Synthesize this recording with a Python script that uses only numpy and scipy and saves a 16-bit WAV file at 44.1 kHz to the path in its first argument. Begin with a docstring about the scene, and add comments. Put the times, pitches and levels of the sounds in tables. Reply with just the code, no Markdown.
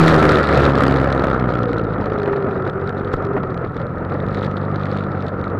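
"""A small two-stroke scooter slows down a street and rolls on near idle, heard from its own frame.
Engine: uneven pops and gated gas noise through an exhaust and frame response, plus a hum of crank orders.
Drive: a gliding, throbbing tone. Metal: scratch envelopes on coloured noise. Fork: noise puffs and thuds.
Frame and road: resonant noise and low rumble. The loud start overloads the microphone into flat tops."""
import sys
import numpy as np
from scipy import signal
from scipy.io import wavfile
from scipy.ndimage import uniform_filter1d

SR = 44100
rng = np.random.default_rng(int(sys.argv[2]) if len(sys.argv) > 2 else 0)


def makeup_ratio(level_db):
    """Linear amplitude ratio for a level in decibels (20 dB per factor of ten)."""
    decades = np.asarray(level_db, float) / 20
    return 10 ** decades


def digitize_waveform(pressure):
    """Quantize a signal to 16-bit integers and store it at the path in sys.argv[1].

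    Rows of a 2-D input are taken as channels; values are limited to [-1, 1].
    """
    field = np.atleast_2d(pressure).T
    bounded = np.clip(field, -1, 1)
    quanta = np.round(bounded * 32767).astype(np.int16)
    wavfile.write(sys.argv[1], SR, quanta)


N = 246519  # samples


def evened(x):
    """Scales to rms 1."""
    return x / np.sqrt(np.mean(x ** 2) + 1e-20)


def along(rows):
    """Interpolates each column of a time table to one value a sample."""
    s, *columns = np.transpose(rows)
    return [np.interp(np.arange(N) / SR, s, c) for c in columns]


def drift(hz):
    """Low-passed noise of rms 1 with corner hz, for slow random modulation."""
    lowpass = signal.butter(2, hz, fs=SR, output="sos")
    return evened(signal.sosfilt(lowpass, rng.standard_normal(N + SR))[SR:])  # skips the filter's onset


def causal(points, rings=()):
    """Minimum-phase impulse response of a (Hz, dB) spectrum with resonant peaks on top."""
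    hz = abs(np.fft.fftfreq(8192, 1 / SR))
    f, db = np.transpose(points)
    gain_db = np.interp(np.log(hz + 1), np.log(f + 1), db)
    for centre_hz, width_hz, peak_db in rings:
        gain_db = gain_db + peak_db / (1 + (2 * (hz - centre_hz) / width_hz) ** 2)
    log_gain = np.log(makeup_ratio(gain_db))
    phase = -signal.hilbert(log_gain).imag
    return np.fft.ifft(np.exp(log_gain + 1j * phase)).real[:4096]


def body():
    """Impulse response of exhaust and frame: a broad colour with ringing peaks."""
    # exhaust colour: (frequency [Hz], relative gain [dB])
    exhaust = [(20, -25.5), (60, -20.5), (100, -2.5), (220, -6), (500, -7.5), (950, -20), (1500, -27.5),
               (2100, -33.5), (2600, -41), (3200, -52), (4200, -61), (6000, -79), (9000, -94), (15000, -76)]
    # ringing of pipe and frame on top: (centre [Hz], width [Hz], peak [dB])
    rings = [(512, 180, 3.5), (1271, 314, 12), (1780, 380, 8), (749, 54, 3.5), (960, 72, 2)]
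    return causal(exhaust, rings)


def struck(times_s, peaks_db, shape):
    """Places shape at each time with its peak level."""
    train = np.zeros(N)
    train[np.round(times_s * SR).astype(int)] = makeup_ratio(peaks_db)
    return signal.oaconvolve(train, shape / abs(shape).max())[:N]


def beats(turns, count, jitter, spread_db):
    """Clicks count times a turn, each a little off its place and of its own size."""
    luck = np.clip(rng.standard_normal((N // 64, 2)), -2, 2)[(count * turns).astype(int)]
    phase = (count * turns - jitter * luck[:, 1]) % 1
    return makeup_ratio(spread_db * luck[:, 0]) * (np.diff(phase, prepend=0) < -.5)


def burst(rise_s, fall_s):
    """Envelope of a short scratch: exponential rise and decay."""
    t = np.arange(500) / SR
    return (1 - np.exp(-t / rise_s)) * np.exp(-t / fall_s)


def lulls():
    """Brief Gaussian dips of the level, in dB."""
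    # dips: (time [s], depth [dB], half width to 1/e [s])
    dips = [(.452, 4.5, 0.057), (0.727, 5.5, 0.024), (1.894, 4, 0.11), (2.722, 5, 0.012), (3.6, 0.5, 0.018),
            (3.721, 4, 0.041), (3.95, 2.5, 0.018), (5.311, 4.5, 0.01)]
    t = np.arange(N) / SR
    return sum(-db * np.exp(-((t - s) / width) ** 2) for s, db, width in dips)


def road():
    """Low lumpy rumble of tyres and air: band-passed noise of drifting level."""
    band = signal.butter(2, [15, 65], "band", fs=SR, output="sos")
    low = signal.sosfilt(band, rng.standard_normal(N))
    return makeup_ratio(-43.0 + 1.7 * drift(5.6)) * evened(low)


def hollow(turns):
    """Hollow ring of the frame, fed by the engine's shaking: resonant noise, throbbing once a turn."""
    # resonance: (time [s], centre [Hz], level [dB])
    resonance = [(0, 1313, -19.5), (.3, 1320, -20.5), (.7, 1356, -24.5), (.75, 1316, -26), (1, 1343, -29.5),
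                 (1.4, 1340, -28.5), (1.9, 1336, -32), (2.3, 1322, -34.5), (2.7, 1350, -33),
                 (3.1, 1340, -34), (3.5, 1290, -34.5), (3.9, 1330, -37.5), (4.3, 1280, -36.5),
                 (4.8, 1313, -33), (5.2, 1344, -38), (5.59, 1295, -33)]
    width_hz, throb = 256, 0.37
    hz, level_db = along(resonance)
    carrier = np.exp(2j * np.pi * np.cumsum(hz) / SR)
    pole = np.exp(-np.pi * width_hz / SR)
    # filter around 0 Hz, then shift up to the moving centre
    low = signal.lfilter([1], np.poly([pole, pole]), rng.standard_normal(N) / carrier)
    swell = 1 + throb * np.cos(2 * np.pi * (turns - .2))
    return makeup_ratio(level_db + lulls()) * swell * evened((low * carrier).real)


def jolts():
    """Jolts through the fork: puffs of frame noise with a bright edge, over a thud and a low push."""
    # jolts: (time [s], peak level [dB], thud and push against puff [ratio], puff decay [s])
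    hits = [(0.494, -6, 0.041, 0.0031), (0.836, -6, .05, 0.002), (1.24, -3, 0.11, 0.0041),
            (2.068, -16, 0.057, 0.0037), (2.273, -12, .02, 0.015), (2.329, -10, .02, 0.005),
            (2.369, -14.5, 0.023, 0.0068), (3.137, -7, 0.76, 0.0035), (3.225, -18.5, .2, 0.002),
            (3.335, -18, .03, 0.0036), (3.363, -10, 0.043, 0.012), (3.436, -9, 0.077, 0.0029),
            (3.641, -12.5, .05, 0.0057), (4.119, -15, .05, 0.0045), (4.236, -16, 0.12, 0.007)]
    push_hz, thud_hz = 28, 140
    t = np.arange(3000) / SR
    push = .5 * np.sin(2 * np.pi * push_hz * t) * np.exp(-t / 0.018)
    push = push - np.sin(2 * np.pi * thud_hz * t) * np.exp(-t / 0.009)
    out = np.zeros(N)
    for s, peak_db, depth, decay_s in hits:
        noise = signal.oaconvolve(rng.standard_normal(3000), body())[:3000]
        hiss = uniform_filter1d(rng.standard_normal(3000), size=3)
        puff = noise + 6 * np.gradient(noise) + 0.032 * depth * noise.std() * hiss
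        puff = puff * (1 - np.exp(-t / (0.5 * decay_s))) * np.exp(-t / decay_s)
        out += struck(np.array([s]), peak_db, puff / abs(puff).max() + depth * push)
    return out


def ticks(turns):
    """Short metal scratches: the clear ones, a snap at each firing and light ticks between."""
    # clear ticks: (time [s], envelope peak before colouring [dB])
    clinks = [(0.1428, -18.5), (0.1806, -31), (0.2264, -25.5), (0.292, -13.5), (0.3183, -15.5),
              (0.3561, -20), (0.4394, -24.5), (0.4893, -24), (0.5467, -22), (0.5752, -15), (0.6526, -17.5),
              (0.7192, -33), (0.7538, -22), (0.7848, -21), (0.8355, -18), (0.8645, -24.5), (0.8801, -19),
              (0.9221, -26.5), (0.9617, -24.5), (0.9817, -32), (1.043, -23.5), (1.1026, -28.5),
              (1.126, -18.5), (1.177, -30.5), (1.1961, -28), (1.2382, -29.5), (1.2817, -34), (1.3124, -30),
              (1.3318, -32), (1.398, -30), (1.502, -36.5), (1.5369, -31), (1.5526, -28), (1.584, -34.5),
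              (1.6158, -38), (1.6325, -25.5), (1.716, -39), (1.731, -25.5), (1.768, -38), (1.7829, -27.5),
              (1.8372, -38), (1.8432, -36), (2.0118, -33), (2.0577, -31), (2.1211, -43), (2.134, -35.5),
              (2.1858, -31.5), (2.2318, -28), (2.2872, -47), (2.3267, -32.5), (2.367, -36), (2.5651, -38),
              (2.6518, -38), (2.6758, -38.5), (2.6972, -27.5), (2.8745, -31), (2.8928, -25.5),
              (2.9983, -38.5), (3.047, -34.5), (3.127, -34.5), (3.1333, -25.5), (3.1652, -37),
              (3.224, -37.5), (3.2503, -32), (3.3315, -45), (3.4331, -36), (3.5039, -38.5), (3.5436, -31.5),
              (3.576, -34.5), (3.6192, -58), (3.647, -44), (3.7669, -31), (3.8157, -35), (3.8674, -40),
              (3.9577, -44), (3.9823, -39), (4.0492, -36), (4.1215, -35), (4.1413, -40.5), (4.2017, -34.5),
              (4.2644, -39.5), (4.2844, -32.5), (4.3455, -25.5), (4.4102, -35.5), (4.4646, -35),
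              (4.5131, -33), (4.7147, -39.5), (4.7591, -29), (4.797, -38), (4.816, -39.5), (4.8339, -31.5),
              (4.8556, -30), (4.8678, -38.5), (4.915, -31), (4.9542, -48), (4.972, -29), (4.9946, -35),
              (5.038, -33.5), (5.119, -38), (5.2234, -33.5), (5.2666, -33), (5.2826, -28.5),
              (5.4132, -35.5), (5.441, -31), (5.479, -41)]
    # running gear: (time [s], snap level [dB], light tick level [dB], fitfulness of light ticks [dB])
    chatter = [(0.0, -31.5, -33, 7.5), (0.2, -42, -36.5, 9), (0.36, -37, -35, -4.5), (.45, -41, -41, 11),
               (.6, -40.5, -36.5, 3), (.8, -39, -45.5, 6), (0.98, -41, -50.5, -1), (1.3, -47, -55.5, 1),
               (1.6, -48.5, -61, 17), (1.93, -51, -57.5, 13), (2.22, -44.5, -57, -2), (2.49, -53, -58, 6.5),
               (3.0, -57, -61, 12), (3.32, -53.5, -60, 4), (3.63, -64.5, -62, 18.5), (4.09, -73, -60, -7),
               (4.44, -56, -48.5, 12), (4.6, -64.5, -53.5, 11), (4.93, -47, -47, 2.5),
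               (5.06, -52, -57, -1.5), (5.26, -58.5, -54, 5), (5.59, -77, -60, 11)]
    # colour of clear and light ticks: (frequency [Hz], relative gain [dB])
    tick_colour = [(500, -35.5), (1800, 10), (2800, -5), (3900, 2), (4800, -8), (6300, -21.5),
                   (8000, -26.5), (11000, -40), (15000, -53.5)]
    # colour of snaps: (frequency [Hz], relative gain [dB])
    snap_colour = [(500, -21), (1800, 7.5), (2800, 2), (3900, -1.5), (4800, -10.5), (6300, -25.5),
                   (8000, -34.5), (11000, -35.5), (15000, -44)]
    snap_at, light_at = .05, .6  # turns
    rattle_db, rattle_hz = 1.2, 15  # swell of the snaps
    grouping_db, fits_hz = 4, 12  # gathering and fits of the light ticks
    edge_per_octave = 1  # extra treble per octave of crank speed above 50 turns/s

    snap_db, light_db, fits_db = along(chatter)
    dips_db = 1.2 * lulls()
    snap_db = snap_db + dips_db + rattle_db * drift(rattle_hz)
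    light_db = light_db + dips_db + grouping_db * np.cos(2 * np.pi * (turns - light_at))
    light_db = light_db + fits_db * np.minimum(drift(fits_hz), 1)

    clear = struck(*np.transpose(clinks), burst(0.0004, 0.001))
    snap_clicks = beats(turns - snap_at + 1, count=1, jitter=.03, spread_db=2.8)
    snaps = signal.oaconvolve(snap_clicks, burst(.0004, .0018))[:N]
    light_clicks = beats(turns, count=4, jitter=0.12, spread_db=2.8)
    light = signal.oaconvolve(light_clicks, burst(0.0002, 0.0006))[:N]

    tick_envelope = clear + evened(light) * makeup_ratio(light_db)
    snap_envelope = evened(snaps) * makeup_ratio(snap_db)
    out = np.zeros(N)
    for envelope, points in ((tick_envelope, tick_colour), (snap_envelope, snap_colour)):
        colour = causal(points)
        scratch = envelope * rng.choice([-1., 1.], N)
        out += signal.oaconvolve(scratch, colour / np.linalg.norm(colour))[:N]
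    octaves = np.maximum(np.log2(np.gradient(turns) * SR / 50), 0)
    return out - edge_per_octave * octaves * np.gradient(np.gradient(out))


def drone(turns):
    """Drone of the drive while braking: a wavering tone, throbbing at half the crank speed."""
    # glide: (time [s], frequency [Hz], level [dB])
    glide = [(1.55, 492, -46), (1.64, 486, -34), (1.68, 483, -21), (1.76, 472, -29.5), (1.876, 455, -29),
             (1.999, 436, -61), (2.08, 424, -28), (2.124, 421, -25), (2.221, 412, -26.5), (2.311, 403, -22),
             (2.385, 398, -21.5), (2.42, 394, -28.5), (2.55, 382, -27), (2.68, 370, -27), (2.717, 372, -40),
             (2.762, 392, -27), (2.861, 397, -31), (2.95, 398, -36), (3.061, 402, -27.5),
             (3.201, 405.6, -47), (3.294, 393, -18), (3.322, 394, -36), (3.354, 394, -19.5),
             (3.393, 385, -37), (3.43, 377, -29), (3.6, 360, -41)]
    hz, level_db = along(glide)
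    t = np.arange(N) / SR
    sounding = np.clip(np.minimum(t - glide[0][0], glide[-1][0] - t) / 0.017, 0, 1)
    tone = np.cos(2 * np.pi * np.cumsum(hz) / SR + .55 * drift(18))
    throb = 1 + .5 * np.cos(np.pi * turns)
    return np.sqrt(2) * makeup_ratio(level_db + 1.4 * drift(42)) * throb * sounding * tone


def hum(turns, level_db, shake_db, even):
    """Once-a-turn shake and the clean low orders above it, lined up into one rounded push a turn."""
    # orders against the second: (time [s], third [dB], fourth [dB], fifth [dB])
    order_mix = [(0, -6.5, -4, -11), (.2, -11, -5.5, -7), (.35, -3.5, 0.5, 3.5), (.6, -8, -2.5, 5.5),
                 (.75, -11, -1, -5.5), (1.05, -12, 1, 0), (1.4, -1, -2.5, -5), (1.75, -5, -6.5, -2),
                 (2.1, -2.5, 0.5, -13), (2.8, -1, -3, -10.5), (3.6, 4, 2, -4.5), (4.2, -3, -0.5, -9),
                 (4.6, -1, -2, -16), (5.0, -1.5, -1, -13.5), (5.59, -5.5, -5, -8)]
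    fall_db = -3  # each order above the fifth
    waver_db = 1  # each order swells and fades on its own
    third_db, fourth_db, fifth_db = along(order_mix)
    orders_db = [0, third_db, fourth_db] + [fifth_db + fall_db * k for k in range(3)]
    out = np.sqrt(2) * makeup_ratio(shake_db + 0.82 * drift(15)) * np.cos(2 * np.pi * turns - 1.13)
    for k, order_db in enumerate(orders_db, start=2):
        swell_db = waver_db * np.minimum(drift(6.8), 1.2) + 2.1 * (1 - even) * drift(22.0)
        phase = 2 * np.pi * k * turns - 1.08 * k + .5 * (1 - even) * drift(19.0)
        out = out + np.sqrt(2) * makeup_ratio(level_db + order_db + swell_db) * np.cos(phase)
    return out


def engine(turns, level_db, even):
    """One pop a turn of uneven strength, and the rush of gas that swells around each pop."""
    # pops against the engine level: (time [s], level [dB])
    pop_level = [(0, -12.5), (.4, -11.5), (.75, -8.5), (1, -8.5), (1.3, -7), (1.7, -14), (2.5, -10),
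                 (3.8, -14), (4.4, -7), (5.1, -17), (5.59, -13.5)]
    least_uneven_db, uneven_db = 1.5, 2.5  # least spread of the firings, and what evenness 0 adds
    luck = np.clip(rng.standard_normal((N // 256, 2)), -1.8, 1.8)[(turns + .5).astype(int)]
    strength = makeup_ratio((least_uneven_db + uneven_db * (1 - even)) * luck[:, 0])
    pops = -strength * (np.diff((turns - .05 * luck[:, 1]) % 1, prepend=0) < -.5)
    # the faster the crank, the more the rush gathers at the firing
    gather = np.clip(0.55 + 4.07 * np.log2(np.gradient(turns) * SR / 50), 0, 5)
    gate = 1.46 + strength * np.exp(gather * (np.cos(2 * np.pi * (turns - .1)) - 1))
    rush = gate * makeup_ratio(1.3 * drift(28.6)) * rng.standard_normal(N)
    pops, rush = (evened(signal.oaconvolve(v, body())[:N]) for v in (pops, rush))
    # faster gas is brighter
    edge = np.clip(5.7 * (gather - 1.3), 0, 8)
    rush = rush + edge * np.gradient(uniform_filter1d(rush, 6))
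    return makeup_ratio(level_db) * (makeup_ratio(along(pop_level)[0]) * pops + makeup_ratio(-3.5) * rush)


def scene():
    """Everything reaches one microphone on the frame."""
    # engine: (time [s], exhaust level [dB], evenness of firings [0-1], second-order hum level [dB],
    #          once-a-turn frame shake level [dB])
    engine_course = [(0, -7.5, 0.5, -8, -34), (.07, -9, 1, -11.5, -23), (.3, -9.5, 0.81, -18, -23.5),
                     (.45, -9.5, 1, -41, -26), (.62, -10.5, 0.32, -21.5, -20.5),
                     (.75, -11.5, 0.27, -23.5, -27.5), (1.0, -13.5, 0.94, -24, -24),
                     (1.2, -15, 1, -42.5, -30), (1.42, -16, 0.7, -28, -28), (1.65, -18.5, 0, -28, -33),
                     (1.82, -15, 0.6, -28.5, -34), (2.15, -18.5, 0.9, -34, -38),
                     (2.4, -20.5, 0.6, -38.5, -50), (2.7, -23, 0, -33.5, -53.5),
                     (2.94, -22, 1, -31.5, -44.5), (3.2, -21, 0, -37, -42), (3.4, -24, 0, -33.5, -49),
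                     (3.58, -24, 0, -37, -42), (3.9, -23.5, 0, -34.5, -45), (4.25, -21, 0.1, -30, -46),
                     (4.6, -22.5, 0.9, -29, -47), (4.9, -20.5, 1, -27, -45), (5.36, -23, 0, -31.5, -44),
                     (5.59, -22.5, 0, -30, -51)]
    # crank speed: (time [s], speed [turns/s])
    crank_speed = [(0, 81.9), (.2, 77.8), (.4, 74.4), (.6, 70.4), (.8, 68), (1, 67.6), (1.2, 66.6),
                   (1.4, 63.1), (1.6, 59.8), (1.8, 55.6), (2, 50.9), (2.2, 50.9), (2.4, 47.1), (2.6, 44.4),
                   (2.8, 46.3), (3, 47.5), (3.2, 46.9), (3.4, 43.2), (3.6, 41.8), (3.8, 40.8), (4, 43.4),
                   (4.2, 48.3), (4.4, 49.8), (4.6, 48.9), (4.8, 49.7), (5, 49.3), (5.2, 47.4), (5.4, 46.5),
                   (5.59, 48.5)]
    level_db, even, hum_db, shake_db = along(engine_course)
    even = np.clip(even, 0, 1)
    turns = np.cumsum(along(crank_speed)[0]) / SR
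    mix = road() + hollow(turns) + jolts() + ticks(turns) + drone(turns)
    mix = mix + hum(turns, hum_db, shake_db, even) + engine(turns, level_db + lulls(), even)
    return mix[None]


def roll_off(x):
    """The treble ends steeply here."""
    return signal.sosfilt(signal.butter(12, 14600, fs=SR, output="sos"), x)


def record(dry):
    """The input loses its deepest bass, overloads with flat tops and adds a faint hiss."""
    highpassed = signal.lfilter(*signal.butter(1, 20, "high", fs=SR), dry)
    flat = np.clip(highpassed, -.5, .5)
    mix = flat + makeup_ratio(-75.5) * rng.standard_normal(dry.shape)
    return roll_off(mix)


dry = scene()
out = record(dry)
digitize_waveform(out)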